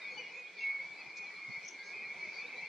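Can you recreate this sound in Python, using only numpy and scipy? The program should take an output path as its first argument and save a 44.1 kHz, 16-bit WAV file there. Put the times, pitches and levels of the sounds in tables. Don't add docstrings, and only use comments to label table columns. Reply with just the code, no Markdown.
import sys
import numpy as np
from scipy import signal
from scipy.fft import rfft, irfft
from scipy.io import wavfile
from scipy.ndimage import uniform_filter1d

SR = 44100
rng = np.random.default_rng(int(sys.argv[2]) if len(sys.argv) > 2 else 0)


def inscribe(sig):
    pcm = np.round(np.clip(np.atleast_2d(sig).T, -1, 1) * 32767)
    wavfile.write(sys.argv[1], SR, pcm.astype(np.int16))


N = 118188
t = np.arange(N) / SR

# centre_hz, density_db (dB per Hz), port_likeness (0-1)
WIND_SPECTRUM = [(39.7, -122, 0.5), (108, -106, 0), (177, -88.5, 0.6), (264, -94, 0.7), (377, -86.5, 0.94),
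                 (596, -89, 0.77), (890, -88.5, 0.79), (1290, -94, 0.69), (1600, -92, 0.72),
                 (3070, -99, 0.8), (3910, -100, 0), (4280, -95.5, 0.4), (5190, -99, 0.1), (6160, -103, 0),
                 (7810, -113, 0.02), (8870, -119, 0.1), (12420, -124, 0.4)]
# time_s, gain_db
LOW_GUSTS = [(0, -5), (.2, 0.5), (.45, -2), (.6, -1.5), (.9, -2.5), (1.3, -2.5), (1.7, -4), (2.05, -0.5),
             (2.3, -4), (2.55, 1.5), (2.68, -7.5)]
SWELL_DB, FLICKER_DB, LOW_FLICKER_DB = .7, 1.7, 2.8

# start_s, peak_db, left_minus_right_db
WIND_BUFFETS = [(0.849, -67, 16), (0.898, -62.5, 10), (1.058, -67, 21), (1.188, -71, 2),
                (1.483, -54.5, -11.5), (1.56, -63, 2), (1.629, -63.5, -4), (1.953, -72, -7),
                (2.053, -68.5, -13), (2.159, -62.5, 6.0), (2.219, -65, -3), (2.263, -65.5, 14),
                (2.619, -71.5, -24.5)]
BUFFET_HZ, BUFFET_WIDTH_HZ = 172.7, 110
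BUFFET_S = .014

# start_s, length_s, centre_hz, width_hz, level_db
FEATHER_RUSTLES = [(0.306, 0.13, 6600, 1220, -75), (0.544, .16, 4230, 2050, -64),
                   (1.156, 0.046, 5230, 2760, -61), (1.82, 0.12, 5050, 2410, -67.5),
                   (2.284, 0.16, 4650, 1980, -66)]
RUSTLE_GRAIN_DB = 2.5

# time_s, level_db
CHORUS_LEVEL = [(0, -53), (.15, -60), (.3, -58.5), (.45, -62), (.54, -64.5), (.65, -52.5), (.8, -62.5),
                (.95, -59.5), (1.1, -59.5), (1.25, -60.5), (1.4, -61), (1.6, -56), (1.7, -67), (1.85, -61),
                (2.0, -61), (2.16, -59), (2.3, -55.5), (2.5, -58), (2.68, -52.5)]
CHORUS_HZ, CHORUS_SPREAD_HZ, CHORUS_BEND_HZ, CHORUS_LENGTH_S = 2273, 335, 76.5, .06
CROWD_SCATTER_DB, CROWD_PAN_DB = 2, 2
FAR_WAVER_HZ = 14.3

# start_s, length_s, start_hz, middle_hz, end_hz, level_db, left_minus_right_db
CLEAR_CHIRPS = [(0.012, 0.055, 3700, 3730, 3500, -60, 10), (0.081, 0.038, 4210, 4250, 4380, -62, 0.8),
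                (0.099, 0.077, 6750, 6580, 6730, -76, 0.1), (0.112, 0.062, 4472, 4380, 4256, -60, 4),
                (0.174, 0.015, 4540, 4580, 4870, -57.5, 6), (0.298, 0.056, 5101, 5340, 5440, -72, -4),
                (0.468, 0.026, 3216, 3350, 3520, -61, 5), (0.571, 0.029, 4590, 4320, 4190, -61.5, -1),
                (0.578, 0.017, 3590, 3514, 3350, -59, 3), (0.591, 0.047, 6410, 6400, 6450, -69.5, 0),
                (0.603, 0.018, 3430, 3481, 3350, -67.5, -4), (0.631, 0.046, 3951, 4000, 3921, -67, 1),
                (0.948, 0.044, 3930, 4010, 4100, -68.5, 4), (0.977, 0.036, 4750, 4780, 4900, -65, -8),
                (1.003, 0.03, 4240, 4380, 4470, -58.5, 2), (1.259, 0.03, 4125.0, 4140, 4140, -62, 0),
                (1.351, 0.054, 4067.0, 4160, 4490, -59, 4.5), (1.502, 0.029, 4110, 4360, 4480, -59, 4),
                (1.79, 0.035, 4410, 4400, 4570, -63.5, 7), (1.825, 0.018, 3901, 3920, 4170, -62.5, 2),
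                (1.837, 0.015, 6197.0, 6240, 6000, -65.5, -5), (1.176, 0.015, 4180, 4380, 4570, -65, 2),
                (1.855, 0.027, 6170, 6400, 6460, -67, 2), (1.861, 0.039, 4120, 4310, 4120, -65, 2),
                (2.048, 0.055, 4030, 4250, 4340, -67, 4), (2.186, 0.04, 4385.0, 4309.0, 4150, -60, 1),
                (2.231, 0.033, 4660, 4700, 4660, -66, -1), (2.329, 0.083, 4540.0, 4610.0, 4600, -62, 6),
                (2.389, 0.032, 4500, 4360, 4080, -57, 6.5), (2.42, 0.057, 3430, 3600, 3850, -61.5, 2),
                (2.466, 0.024, 3880, 3930, 3970, -61.5, 3), (2.562, 0.045, 3980, 4090, 4350, -62, 1),
                (2.661, 0.022, 4250, 4200, 4080, -68, -2), (2.649, 0.015, 4348.0, 4390, 4250, -57.5, 8)]
CHIRP_FADE_S, CHIRP_WAVER_HZ, CHIRP_FLUTTER_DB = .011, 28, 2.4
FAR_CHIRP_HZ, FAR_CHIRP_SPREAD_HZ, FAR_CHIRP_BEND_HZ = 4302, 450, 141
FAR_CHIRP_S, FAR_CHIRP_DB = .024, -72
CHATTER_HZ, CHATTER_S, CHATTER_DB = 3413, .035, -71

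# time_s, level_db
BUZZ_LEVEL = [(1.63, -73), (1.652, -59.5), (1.67, -58.5), (1.69, -49.5), (1.712, -56), (1.723, -64),
              (1.75, -65)]
BUZZ_ALIGN_S, BUZZ_PER_S = 1.6865, 101
BUZZ_LOW_HZ, BUZZ_SWEEP_HZ = 5490, 1053
BUZZ_TOP_DB, BUZZ_FILL, BUZZ_PAN_DB = -4.5, .3, 6.5

# start_s, length_s, pitch_hz, level_db
FAINT_LOW_CALLS = [(.115, 0.03, 529, -57.5), (0.155, 0.033, 871, -59.5), (.19, 0.039, 486, -58),
                   (.365, 0.065, 506.4, -61), (.79, 0.044, 517, -62), (1.205, 0.028, 385, -61),
                   (1.23, 0.033, 765, -62.5), (1.948, 0.028, 418, -63), (1.999, 0.035, 455, -61),
                   (2.234, 0.0484, 362.3, -66), (2.236, 0.063, 633, -60.5), (2.438, 0.045, 470, -61.5),
                   (2.54, 0.023, 503, -57), (2.63, 0.03, 900, -61)]
LOW_CALL_WAVER_HZ = 25

# start_s, length_s, start_hz, middle_hz, end_hz, early_db, late_db, left_minus_right_db
WHISTLES = [(0.028, 0.11, 2420, 2460, 2424, -50, -48.5, 0),
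            (0.046, 0.073, 2270.0, 2237, 2165, -41.5, -50, 0.5),
            (0.124, 0.053, 2218.0, 2185, 2250, -49.5, -54, 6),
            (0.176, 0.047, 2950, 2960, 2910, -49, -55.5, 11.5),
            (0.177, 0.029, 2306.0, 2345, 2495, -49.5, -41.5, 1),
            (0.192, 0.021, 2451, 2544, 2630, -46, -57, -5),
            (0.22, 0.064, 2265.0, 2236, 2347, -48.5, -52.5, 0.3),
            (0.228, 0.084, 2880, 2854, 3010, -55, -61, 4), (0.288, 0.055, 2381, 2515, 2600, -59, -60, 6),
            (0.311, 0.054, 2376, 2396, 2400, -64.5, -48.5, -5.5),
            (0.368, 0.12, 2491, 2468, 2447, -50, -50, -4), (0.58, 0.02, 2240, 2214, 2180, -51, -38, 3.5),
            (0.606, 0.18, 2190, 2212, 2230, -38.5, -38.5, 0.9),
            (0.795, 0.016, 2195, 2164, 2220, -34, -41, 3), (0.564, 0.026, 2351, 2384, 2700, -47, -55, -3),
            (0.595, 0.1, 2343.0, 2380, 2320, -59, -56, -10),
            (0.605, 0.037, 2710.0, 2720, 2620, -49.5, -45, -3),
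            (0.695, 0.033, 2398.0, 2447, 2365, -47, -53, -4),
            (0.803, 0.064, 2320.0, 2215, 2238, -45.5, -46.5, -2),
            (0.827, 0.11, 2288.0, 2318, 2233, -56.5, -50, 4),
            (0.937, 0.035, 2276.0, 2285, 2400, -65, -64, 8),
            (0.989, 0.036, 2581.0, 2583, 2350, -51.5, -49.5, 5),
            (1.03, 0.025, 2445.0, 2365, 2330, -51, -59, 5), (1.059, 0.091, 2391, 2413, 2470, -55, -62, 5),
            (1.152, 0.12, 2466, 2457, 2420, -48, -47, 2), (1.161, 0.077, 2228.0, 2210, 2136, -52, -49, -2),
            (1.241, 0.073, 2232.0, 2275, 2307, -57.5, -49.5, 2),
            (1.265, 0.03, 2360.0, 2360, 2320, -51, -59.5, -7),
            (1.301, 0.044, 1974.0, 1953, 1979.0, -58, -58, -1),
            (1.322, 0.13, 2334.0, 2366, 2433, -57.5, -53.5, -3),
            (1.372, 0.027, 2260, 2200, 2110, -54, -54, 1.5),
            (1.428, 0.15, 2158, 2167, 2230, -48.5, -43, 1.5),
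            (1.569, 0.043, 2478.0, 2346, 2230, -54.5, -56, -1),
            (1.625, 0.065, 2170, 2212, 2240, -51.5, -50.5, -1),
            (1.645, 0.032, 2400, 2357, 2200, -56, -48, 3), (1.707, 0.12, 2205.0, 2157, 2086, -53, -49.5, 1),
            (1.739, 0.036, 2388.0, 2350, 2280, -53, -58, -1),
            (1.778, 0.15, 1625, 1624, 1683, -62, -59, -0.5),
            (1.838, 0.062, 2243.0, 2178, 2307, -57, -49.5, -0.5),
            (1.877, 0.13, 2354, 2370, 2333, -53, -50, -4),
            (1.901, 0.058, 2202.0, 2201, 2283, -47.5, -57, -1.5),
            (1.927, 0.073, 2446.0, 2515, 2610, -53.5, -57.5, 3),
            (1.958, 0.12, 2162.0, 2144, 2240, -50, -49.5, -1),
            (1.965, 0.077, 2384.0, 2467, 2505, -54, -45.5, 1.5),
            (1.998, 0.14, 2335, 2375, 2322, -46, -55, -1.5),
            (2.019, 0.037, 1969.0, 1957, 1970, -64, -52, 1),
            (2.059, 0.073, 2164.0, 2186, 2260, -50, -45, 1), (2.19, 0.042, 2230, 2277, 2196, -47, -49, -2),
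            (2.228, 0.036, 2280, 2305, 2350, -39.5, -58, 3),
            (2.244, 0.055, 2201.0, 2170, 2200, -46.5, -51, -1),
            (2.285, 0.064, 2330.0, 2320, 2266, -46.5, -56, -2.5),
            (2.328, 0.061, 2136.0, 2207, 2100, -63, -51.5, 1),
            (2.351, 0.027, 2134.0, 2132, 2100, -54, -52, 2),
            (2.375, 0.036, 2359.0, 2376, 2390, -50, -47, 1),
            (2.383, 0.102, 2471.0, 2480, 2400, -54, -55, 6),
            (2.417, 0.049, 2240.0, 2284, 2270, -54, -46.5, -2),
            (2.43, 0.04, 2620, 2583, 2600, -51, -57, -0.1),
            (2.52, 0.054, 2240, 2208, 2200, -44.5, -51.5, -2),
            (2.625, 0.036, 2190, 2257, 2296, -39.5, -54, 3),
            (2.599, 0.032, 2083.0, 2073, 2110, -58, -52, 0.0),
            (2.58, 0.034, 2350, 2307, 2260, -47, -57.5, 2),
            (2.61, 0.048, 2576, 2630, 2680, -54.5, -57, -0.2)]
FADE_S, WAVER_HZ, FLUTTER_DB = .013, 5.5, 1.4
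FADE_SHARE = .16
OCTAVE_DB, HIGH_OCTAVE_DB = -34, -15

ECHO_T60_S, ECHO_DB, FAR_ECHO_DB = .28, -15, -4.5
LOW_CUT_HZ, TOP_HZ = 60, 12000


def undb(db):
    return 10 ** (np.asarray(db) / 20)


def curve(rows):
    return np.interp(t, *np.array(rows).T)


def walk(rate, size=N):
    hold = int(SR / rate)
    steps = np.repeat(rng.standard_normal(size // hold + 1), hold)
    smooth = uniform_filter1d(uniform_filter1d(steps, hold), hold)
    return 1.4 * smooth[:size]


def pan(x, pan_db):
    return x * undb(np.array([[pan_db], [-pan_db]]) / 2)


def wind():
    centre_hz, density_db, port_likeness = np.array(WIND_SPECTRUM).T
    log_f = np.log(np.maximum(np.fft.rfftfreq(N, 1 / SR), 1))
    like = np.clip(np.interp(log_f, np.log(centre_hz), port_likeness), 0, 1)
    colour = undb(np.interp(log_f, np.log(centre_hz), density_db))
    mid, side = rfft(rng.standard_normal((2, N))) * np.sqrt([1 + like, 1 - like]) * colour
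    ports = np.array([mid + side, mid - side]) * np.sqrt(SR / 4)
    step = np.log(2) / 3
    swell_db, gust_db = SWELL_DB * walk(3.89), curve(LOW_GUSTS)
    out = 0
    for centre in np.arange(np.log(30), np.log(14000), step):
        share = np.cos(np.pi / 2 * np.clip((log_f - centre) / step, -1, 1)) ** 2
        depth_db = np.interp(centre, np.log([250, 2500]), [LOW_FLICKER_DB, FLICKER_DB])
        lowness = np.clip(np.log(1600) - centre, 0, .7) / .7
        level_db = swell_db + lowness * gust_db + depth_db * walk(16)
        out = out + irfft(ports * share, N) * undb(level_db)
    return out


def buffets():
    env = 0
    for start, peak_db, pan_db in WIND_BUFFETS:
        bell = np.exp(-(t - start - BUFFET_S) ** 2 / BUFFET_S ** 2)
        env = env + pan(undb(peak_db) * bell, pan_db)
    edges = [BUFFET_HZ - BUFFET_WIDTH_HZ / 2, BUFFET_HZ + BUFFET_WIDTH_HZ / 2]
    band = signal.butter(2, edges, "band", fs=SR, output="sos")
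    air = signal.sosfilt(band, rng.standard_normal((2, N)))
    return env * air / air.std()


def rustles():
    out = 0
    for start, length, hz, width_hz, level_db in FEATHER_RUSTLES:
        band = signal.butter(4, [hz - width_hz / 2, hz + width_hz / 2], "band", fs=SR, output="sos")
        air = signal.sosfilt(band, rng.standard_normal((3, N)))
        arch = np.sin(np.pi * np.clip((t - start) / length, 0, 1))
        env = arch * undb(level_db + RUSTLE_GRAIN_DB * walk(250))
        shared, own = air[0], air[1:]
        out = out + env * (shared + 1.27 * own) / air.std()
    return out


def add_note(out, row, fade_s, waver_hz, flutter_db, octave_db):
    start, length, start_hz, middle_hz, end_hz, early_db, late_db, pan_db = row
    fade_s = fade_s + FADE_SHARE * length
    i, n = int((start - fade_s / 2) * SR), int((length + fade_s) * SR)
    u = np.linspace(-1, 1, n)
    waver = walk(60.1, size=SR // 3)[:n]
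    flutter = walk(74.6, size=SR // 3)[:n]
    slope, bow = (end_hz - start_hz) / 2, (start_hz + end_hz) / 2 - middle_hz
    pitch_hz = middle_hz + slope * u + bow * u ** 2 + waver_hz * waver
    phase = 2 * np.pi * (np.cumsum(pitch_hz) / SR + rng.random())
    to_end_s = (1 - abs(u)) * n / 2 / SR
    edge = np.sin(np.pi / 2 * np.clip(to_end_s / fade_s, 0, 1)) ** 2
    level_db = np.interp(u, [-.5, .5], [early_db, late_db]) + flutter_db * flutter
    tone = np.sin(phase) + undb(octave_db) * np.sin(2 * phase)
    note = pan(np.sqrt(2) * edge * undb(level_db) * tone, pan_db)
    a, b = np.clip([i, i + n], 0, N)
    out[:, a:b] += note[:, a - i:][:, :b - a]


def crowd(count, hz, spread_hz, bend_hz, length_s, fade_s, waver_hz):
    out = np.zeros((2, N))
    z, r = rng.standard_normal((count, 4)), rng.random((count, 4))
    for k in range(count):
        off = r[k, 2] - r[k, 3]
        middle_hz = hz + spread_hz * off
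        level_db = CROWD_SCATTER_DB * z[k, 2] - 6 * abs(off)
        start = (k + 5 * r[k, 0] - 9) / (count - 9) * N / SR
        row = (start, length_s * (.5 + r[k, 1]),
               middle_hz + bend_hz * z[k, 0], middle_hz, middle_hz + bend_hz * z[k, 1],
               level_db, level_db, CROWD_PAN_DB * z[k, 3])
        add_note(out, row, fade_s, waver_hz, FLUTTER_DB, OCTAVE_DB)
    return out


def far_birds():
    chatter = crowd(count=110, hz=CHATTER_HZ, spread_hz=FAR_CHIRP_SPREAD_HZ,
                    bend_hz=FAR_CHIRP_BEND_HZ, length_s=CHATTER_S,
                    fade_s=CHIRP_FADE_S, waver_hz=CHIRP_WAVER_HZ)
    plovers = crowd(count=380, hz=CHORUS_HZ, spread_hz=CHORUS_SPREAD_HZ,
                    bend_hz=CHORUS_BEND_HZ, length_s=CHORUS_LENGTH_S,
                    fade_s=FADE_S, waver_hz=FAR_WAVER_HZ)
    chirps = crowd(count=200, hz=FAR_CHIRP_HZ, spread_hz=FAR_CHIRP_SPREAD_HZ,
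                   bend_hz=FAR_CHIRP_BEND_HZ, length_s=FAR_CHIRP_S,
                   fade_s=CHIRP_FADE_S, waver_hz=CHIRP_WAVER_HZ)
    out = plovers * undb(curve(CHORUS_LEVEL)) + chirps * undb(FAR_CHIRP_DB) + chatter * undb(CHATTER_DB)
    for *note, level_db, pan_db in CLEAR_CHIRPS:
        row = (*note, level_db, level_db, pan_db)
        add_note(out, row, CHIRP_FADE_S, CHIRP_WAVER_HZ, CHIRP_FLUTTER_DB, -60)
    return out


def buzz():
    u = ((t - BUZZ_ALIGN_S) * BUZZ_PER_S + .14 * walk(70)) % 1
    pitch_hz = BUZZ_LOW_HZ + BUZZ_SWEEP_HZ * u + 110 * walk(330)
    tone = np.sin(2 * np.pi * np.cumsum(pitch_hz) / SR)
    pulses = BUZZ_FILL + np.sin(2 * np.pi * u) ** 2
    shape = pulses * undb(BUZZ_TOP_DB * (u > .5) + 4.2 * walk(400))
    on = (t > BUZZ_LEVEL[0][0]) & (t < BUZZ_LEVEL[-1][0])
    return pan(2 * on * undb(curve(BUZZ_LEVEL)) * shape * tone, BUZZ_PAN_DB)


def near_birds():
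    out = np.zeros((2, N))
    for start, length, pitch_hz, level_db in FAINT_LOW_CALLS:
        row = (start, length, pitch_hz, pitch_hz, pitch_hz, level_db, level_db, 0)
        add_note(out, row, FADE_S, LOW_CALL_WAVER_HZ, CHIRP_FLUTTER_DB, -12)
    for row in WHISTLES:
        middle_hz = row[3]
        octave_db = HIGH_OCTAVE_DB if middle_hz > 2770 else OCTAVE_DB
        add_note(out, row, FADE_S, WAVER_HZ, FLUTTER_DB, octave_db)
    return out


def echo(x, db):
    tail = t[:SR // 3]
    decay = undb(-60 * tail / ECHO_T60_S) * (tail > .005)
    noise = rng.standard_normal((3, len(tail))) * decay
    room = noise[0] + .61 * noise[1:]
    room = room * undb(db) / np.sqrt((room ** 2).sum(axis=1, keepdims=True))
    return x + signal.fftconvolve(x.mean(axis=0)[None], room, axes=1)[:, :N]


def scene():
    far = echo(far_birds(), FAR_ECHO_DB)
    near = echo(rustles() + buzz() + near_birds(), ECHO_DB)
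    return wind() + buffets() + far + near


def record(dry):
    thin = signal.sosfilt(signal.butter(2, LOW_CUT_HZ, "high", fs=SR, output="sos"), dry)
    return signal.sosfilt(signal.ellip(8, .2, 70, TOP_HZ, fs=SR, output="sos"), thin)


dry = scene()
out = record(dry)
inscribe(out)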